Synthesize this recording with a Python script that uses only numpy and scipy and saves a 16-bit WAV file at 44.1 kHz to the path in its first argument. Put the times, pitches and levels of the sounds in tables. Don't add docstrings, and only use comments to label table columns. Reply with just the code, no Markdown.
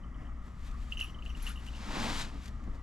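import sys
import numpy as np
from scipy import signal
from scipy.fft import rfft, irfft
from scipy.io import wavfile
from scipy.ndimage import uniform_filter1d

SR = 44100
rng = np.random.default_rng(int(sys.argv[2]) if len(sys.argv) > 2 else 0)


def digitize_waveform(pressure):
    field = np.atleast_2d(pressure).T
    bounded = np.clip(field, -1, 1)
    quanta = np.round(bounded * 32767).astype(np.int16)
    wavfile.write(sys.argv[1], SR, quanta)


N = 124362

# pitch_hz [Hz], level_db [dB per Hz]
AIR_SPECTRUM = [(70, -9.5), (88, -12), (110, -10.5), (150, -15.5), (242, -14), (348, -27.5), (500, -33.5),
                (630, -30), (860, -32.5), (1200, -31.5), (1510, -39.5), (1940, -31.5), (2430, -44.5),
                (3040, -45), (4000, -56.5), (5600, -52.5), (7500, -56), (9000, -61.5), (12000, -66),
                (15500, -92)]
AIR_DB, AIR_WAVER_DB = -50, 1.24
# pitch_hz [Hz], level_db [dB per Hz]
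RUMBLE_SPECTRUM = [(8, -13.5), (20, -0.5), (27, -4), (34, 5), (46, -5.5), (66, -5.5), (85, -18.5),
                   (200, -55), (2000, -110)]
RUMBLE_DB = -42.5
# centre_s [s], width_s [s], pitch_hz [Hz], level_db [dB peak]
THROBS = [(.71, 0.043, 37.97, -38), (1.46, 0.13, 35, -41.5), (2.06, 0.29, 20.57, -35.5),
          (2.72, 0.11, 20.5, -37)]
FIRING_HZ, FIRING_PITCH_WAVER = 58.13, 0.0093
FIRING_DB, FIRING_WAVER_DB = -45.5, 2.3
CLATTER_HZ, CLATTER_WIDTH_HZ, CLATTER_DB, CLATTER_WAVER_DB = 1212, 213, -63.5, 2.5

# time_s [s], body_db [dB], hiss_db [dB]
SLIDE = [(1.5, -110, -97), (1.62, -64, -74), (1.76, -53.5, -56), (1.87, -45, -52.5), (1.95, -37, -46.5),
         (2.04, -36, -41.5), (2.11, -36.5, -43), (2.17, -44, -42), (2.215, -46, -38.5), (2.26, -47, -53),
         (2.32, -53, -62.5), (2.42, -61.5, -63.5), (2.55, -70, -71.5), (2.82, -69, -74)]
# pitch_hz [Hz], level_db [dB per Hz]
BODY_SPECTRUM = [(60, -20), (130, 1.5), (220, 5.5), (400, -9), (900, -4), (1500, -9.5), (2500, -13.5),
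                 (5000, -20.5), (15500, -58)]
# pitch_hz [Hz], level_db [dB per Hz]
HISS_SPECTRUM = [(200, -34), (900, -1), (2000, -2), (3800, -1), (5500, -7), (7300, -7.5), (8800, -15.5),
                 (12000, -21), (15500, -49)]
# peak_s [s], rise_s [s], fall_s [s], level_db [dB]
BUMPS = [(.65, 0.056, 0.041, -54.5), (1.09, .05, 0.14, -59), (1.24, 0.07, 0.09, -55),
         (1.372, 0.0056, 0.014, -46.5), (1.46, 0.13, 0.088, -56.5), (1.71, .03, 0.027, -54.5),
         (2.268, .003, 0.0072, -46), (2.36, .03, .05, -49.5), (2.6, 0.023, 0.027, -52),
         (2.681, 0.022, 0.019, -45), (2.74, .02, 0.046, -50)]
# pitch_hz [Hz], level_db [dB per Hz]
BUMP_SPECTRUM = [(80, -18), (120, 0.5), (260, 2), (420, -11.5), (900, -18), (1600, -21.5), (3000, -52),
                 (15500, -68)]
# peak_s [s], rise_s [s], fall_s [s], level_db [dB]
BRUSHES = [(.47, 0.052, .05, -66), (.6535, .002, .006, -61), (.675, 0.078, .05, -58),
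           (.714, .002, .004, -56), (.83, 0.085, 0.069, -61), (0.921, 0.035, 0.039, -56),
           (1.002, 0.0043, 0.0089, -44), (1.02, 0.056, 0.066, -56), (1.08, .015, 0.028, -60),
           (1.254, .002, .004, -54.5), (1.27, 0.06, .06, -61.5), (1.372, .005, 0.028, -56),
           (1.485, 0.066, .04, -47), (1.665, .002, 0.0045, -49.5), (1.68, 0.11, 0.039, -56.5),
           (1.766, .002, .005, -55), (2.436, .002, 0.0056, -57), (2.461, 0.047, 0.019, -54.5),
           (2.459, .002, 0.0057, -49), (2.48, .003, 0.0072, -50.5), (2.639, 0.0033, .015, -66),
           (2.75, .01, .02, -65)]
# pitch_hz [Hz], level_db [dB per Hz]
BRUSH_SPECTRUM = [(200, -26), (600, -11), (1500, -1), (3500, -4), (5500, -10), (7400, -9.5), (8600, -16),
                  (12000, -19), (15500, -40)]
SLIPS_PER_S, SLIP_SPREAD_DB, SLIP_POWER_SHARE = 3500, 3.5, 0.32

SQUEAK_CENTRE_S, SQUEAK_WIDTH_S, SQUEAK_DB = 1.507, 0.017, -50.5
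SQUEAK_HZ, SQUEAK_RISE_HZ_PER_S, SQUEAK_ROUGHNESS = 1370, 10000, 0.089

# start_s [s], low_db [dB, two low modes], high_db [dB, others], before RING_TRIM_DB
RINGS = [(0.974, -58.5, -68), (1.001, -59, -68), (1.014, -58.5, -61.5), (1.037, -72, -63), (1.10, -70, -84),
         (1.293, -68, -76), (1.423, -65, -55), (1.44, -80, -59), (1.465, -65, -59), (1.488, -76, -59.5),
         (1.56, -81, -74), (1.59, -85, -77), (1.68, -78, -81)]
# pitch_hz [Hz], level_db [dB, relative], ring time t60_s [s]
MODE_HZ = [5674, 6320, 9850, 11270, 12681, 14200]
MODE_DB = [-5, 0.5, 1.5, 0, -5.5, -16]
MODE_T60_S = [.28, 0.094, 0.14, 0.11, 0.1, 0.092]
RING_ATTACK_S, RING_TRIM_DB = 0.003, 3.5
TWIN_MEAN_SPLIT_HZ, TWIN_DB = 55, -10
STRIKE_SCATTER_DB = 2.5

# [dB, before TAP_TRIM_DB]
TAPS = [(.035, 3020, -58.5), (.143, 3080, -59.5), (.216, 2800, -64), (.252, 2960, -61), (0.267, 3080, -62),
        (0.9213, 2840, -28.5), (.9255, 2860, -49), (.938, 2780, -58), (.953, 2900, -51), (.971, 2870, -33),
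        (0.9916, 2840, -33), (1.0027, 2740, -42), (1.0093, 2875, -25), (1.025, 2770, -31.5),
        (1.0436, 2760, -37), (1.069, 2950, -47), (1.082, 2980, -52), (1.096, 2930, -47.5),
        (1.144, 3050, -48), (1.186, 2990, -51), (1.223, 2810, -44), (1.2608, 2830, -38.5),
        (1.291, 3000, -47), (1.302, 2880, -43), (1.348, 2850, -45.5), (1.399, 2810, -50),
        (1.465, 2830, -33.5), (1.472, 2870, -36.5), (1.5, 2920, -42), (1.557, 2880, -46),
        (1.573, 2870, -45.5), (1.594, 2900, -50), (1.673, 2850, -46.5), (1.685, 2910, -44),
        (1.735, 2820, -49), (1.749, 2880, -45.5)]
TAP_MEDIAN_S, TAP_LENGTH_SCATTER, TAP_GLIDE_HZ, TAP_TRIM_DB = 0.0054, 0.26, 70, 2
TREMBLE_DB, TREMBLE_DECAY_S, TREMBLE_WIDTH_HZ = -18.5, 0.015, 360

# delay_s [s], left_db [dB], right_db [dB]
ECHOES = [(.0043, -7.5, -8.5), (.0079, -30, -26)]
TAIL_T60_S, TAIL_DB = 0.052, -7.5
LEFT_DB = dict(tap=0, ring=5, brush=3.5, body=0.6, hiss=3.5, cabin=1, rumble=3.5)
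WIDTH = dict(brush=0.24, body=0.15, hiss=0.23, cabin=0.18)
# pitch_hz [Hz], phase by which the right port leads [radians]
PORT_PHASE = [(0, 0), (120, 0.09), (340, 0.93), (3000, 0.89), (5500, 0.61), (9000, 1)]
TOP_HZ = 15600


def undb(db):
    return 10 ** (np.asarray(db) / 20)


def unit(x):
    return x / np.sqrt(np.mean(x ** 2))


def pan(db):
    return undb(np.array([[db], [-db]]) / 2)


def walk(rate):
    k = int(SR / rate)
    steps = np.repeat(rng.standard_normal(N // k + 1), k)
    return 1.374 * uniform_filter1d(uniform_filter1d(steps, k), k)[:N]


def colour(x, spectrum):
    hz, db = np.array(spectrum, float).T
    f = np.fft.rfftfreq(N, 1 / SR) + 1e-3
    low_cut = np.minimum(f / hz[0], 1) ** 4
    gain = undb(np.interp(np.log(f), np.log(hz), db))
    return unit(irfft(rfft(x) * low_cut * gain, N))


def resonant_noise(hz, width_hz):
    off = (np.fft.rfftfreq(N, 1 / SR) - hz) / width_hz
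    return unit(irfft(rfft(rng.standard_normal(N)) / (1 + off ** 2) ** 2, N))


def spread(pair, width):
    return pair[0] + width * pair[1] * np.array([[1], [-1]])


def friction(width):
    happens = rng.random((2, N)) < SLIPS_PER_S / SR
    strength = undb(SLIP_SPREAD_DB * np.minimum(rng.exponential(size=(2, N)), 4))
    slips = unit(happens * rng.standard_normal((2, N)) * strength)
    smooth = rng.standard_normal((2, N))
    return spread(np.sqrt(SLIP_POWER_SHARE) * slips + np.sqrt(1 - SLIP_POWER_SHARE) * smooth, width)


def swells(t, rubs):
    power = np.zeros(N)
    for peak, rise, fall, db in rubs:
        shape = np.exp(-np.maximum((peak - t) / rise, (t - peak) / fall))
        power += (undb(db) * shape) ** 2
    return np.sqrt(power)


def cabin_echo(x):
    t = np.arange(8192) / SR
    tail = rng.standard_normal((2, len(t))) * undb(-60 * t / TAIL_T60_S)
    tail *= t > ECHOES[0][0]
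    response = undb(TAIL_DB) * tail / np.sqrt(np.sum(tail ** 2, axis=1, keepdims=True))
    response[:, 0] += 1
    for delay, left_db, right_db in ECHOES:
        response[:, int(delay * SR)] += undb([left_db, right_db])
    return signal.fftconvolve(x[None], response, axes=1)[:, :N]


def idling(t):
    hum_hz = FIRING_HZ * (1 + FIRING_PITCH_WAVER * walk(3.82))
    hum_level = np.sqrt(2) * undb(FIRING_DB + FIRING_WAVER_DB * walk(8.24))
    low = hum_level * np.sin(2 * np.pi * np.cumsum(hum_hz) / SR)
    low += undb(RUMBLE_DB) * colour(rng.standard_normal(N), RUMBLE_SPECTRUM)
    for centre, width, hz, db in THROBS:
        low += undb(db) * np.exp(-((t - centre) / width) ** 2) * np.sin(2 * np.pi * hz * t)
    clatter = resonant_noise(CLATTER_HZ, CLATTER_WIDTH_HZ)
    clatter *= undb(CLATTER_DB + CLATTER_WAVER_DB * walk(55))
    air = colour(spread(rng.standard_normal((2, N)), WIDTH["cabin"]), AIR_SPECTRUM)
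    air *= undb(AIR_DB + AIR_WAVER_DB * walk(20))
    return low * pan(LEFT_DB["rumble"]) + (air + clatter) * pan(LEFT_DB["cabin"])


def long_rustle(t):
    at, body_db, hiss_db = np.array(SLIDE).T
    body = undb(np.interp(t, at, body_db)) * colour(friction(WIDTH["body"]), BODY_SPECTRUM)
    hiss = undb(np.interp(t, at, hiss_db)) * colour(friction(WIDTH["hiss"]), HISS_SPECTRUM)
    return body * pan(LEFT_DB["body"]) + hiss * pan(LEFT_DB["hiss"])


def weight_shifts(t):
    return swells(t, BUMPS) * colour(friction(WIDTH["body"]), BUMP_SPECTRUM)


def brushes(t):
    light = swells(t, BRUSHES) * colour(friction(WIDTH["brush"]), BRUSH_SPECTRUM)
    return light * pan(LEFT_DB["brush"])


def squeak(t):
    age = np.clip(t - SQUEAK_CENTRE_S, -4 * SQUEAK_WIDTH_S, 4 * SQUEAK_WIDTH_S)
    pitch_hz = (SQUEAK_HZ + SQUEAK_RISE_HZ_PER_S * age) * (1 + SQUEAK_ROUGHNESS * walk(600))
    level = undb(SQUEAK_DB) * np.exp(-(age / SQUEAK_WIDTH_S) ** 2)
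    return cabin_echo(level * np.sin(2 * np.pi * np.cumsum(pitch_hz) / SR))


def free_rings(t):
    out = np.zeros((2, 2 * N))
    age = t[:SR // 2]
    attack = np.minimum(age / RING_ATTACK_S, 1)
    for start, low_db, high_db in RINGS:
        at = int(start * SR)
        for k, (hz, mode_db, t60) in enumerate(zip(MODE_HZ, MODE_DB, MODE_T60_S)):
            phase, twin_phase, split = rng.random(3)
            twin_hz = hz - TWIN_MEAN_SPLIT_HZ * 2 * split
            tone = np.sin(2 * np.pi * (hz * age + phase))
            tone += undb(TWIN_DB) * np.sin(2 * np.pi * (twin_hz * age + twin_phase))
            strike_db = (low_db if k < 2 else high_db) + STRIKE_SCATTER_DB * rng.standard_normal()
            fade = undb(RING_TRIM_DB + mode_db + strike_db - 60 * age / t60)
            out[:, at:at + len(age)] += tone * fade * attack
    return out[:, :N] * pan(LEFT_DB["ring"])


def muffled_taps(t):
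    pips, tremble_level = np.zeros(N), np.zeros(N)
    for start, hz, db in TAPS:
        longer, glide = rng.standard_normal(2)
        length = TAP_MEDIAN_S * np.exp(TAP_LENGTH_SCATTER * longer)
        age = np.maximum(t - start, 0)
        part = np.minimum(age / length, 1)
        gliding_hz = hz + TAP_GLIDE_HZ * glide * (part - 1)
        level = undb(db + TAP_TRIM_DB)
        pips += level * np.sin(np.pi * part) ** 2 * np.sin(2 * np.pi * gliding_hz * age)
        tremble_level += level * undb(TREMBLE_DB) * part * np.exp(-age / TREMBLE_DECAY_S) / undb(TAP_TRIM_DB)
    mean_hz = np.mean([hz for _, hz, _ in TAPS])
    tremble = tremble_level * resonant_noise(mean_hz, TREMBLE_WIDTH_HZ)
    return cabin_echo(pips + tremble) * pan(LEFT_DB["tap"])


def scene():
    t = np.arange(N) / SR
    background = idling(t)
    rubs = long_rustle(t) + weight_shifts(t) + brushes(t) + squeak(t)
    bells = free_rings(t) + muffled_taps(t)
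    return background + rubs + bells


def record(dry):
    lead = np.interp(np.fft.rfftfreq(2 * N, 1 / SR), *np.array(PORT_PHASE).T)
    mirrored = np.concatenate([dry[1], dry[1, ::-1]])
    right = irfft(rfft(mirrored) * np.exp(1j * lead))[:N]
    top_cut = signal.ellip(8, .2, 70, TOP_HZ, fs=SR, output="sos")
    return signal.sosfilt(top_cut, np.array([dry[0], right]))


dry = scene()
out = record(dry)
digitize_waveform(out)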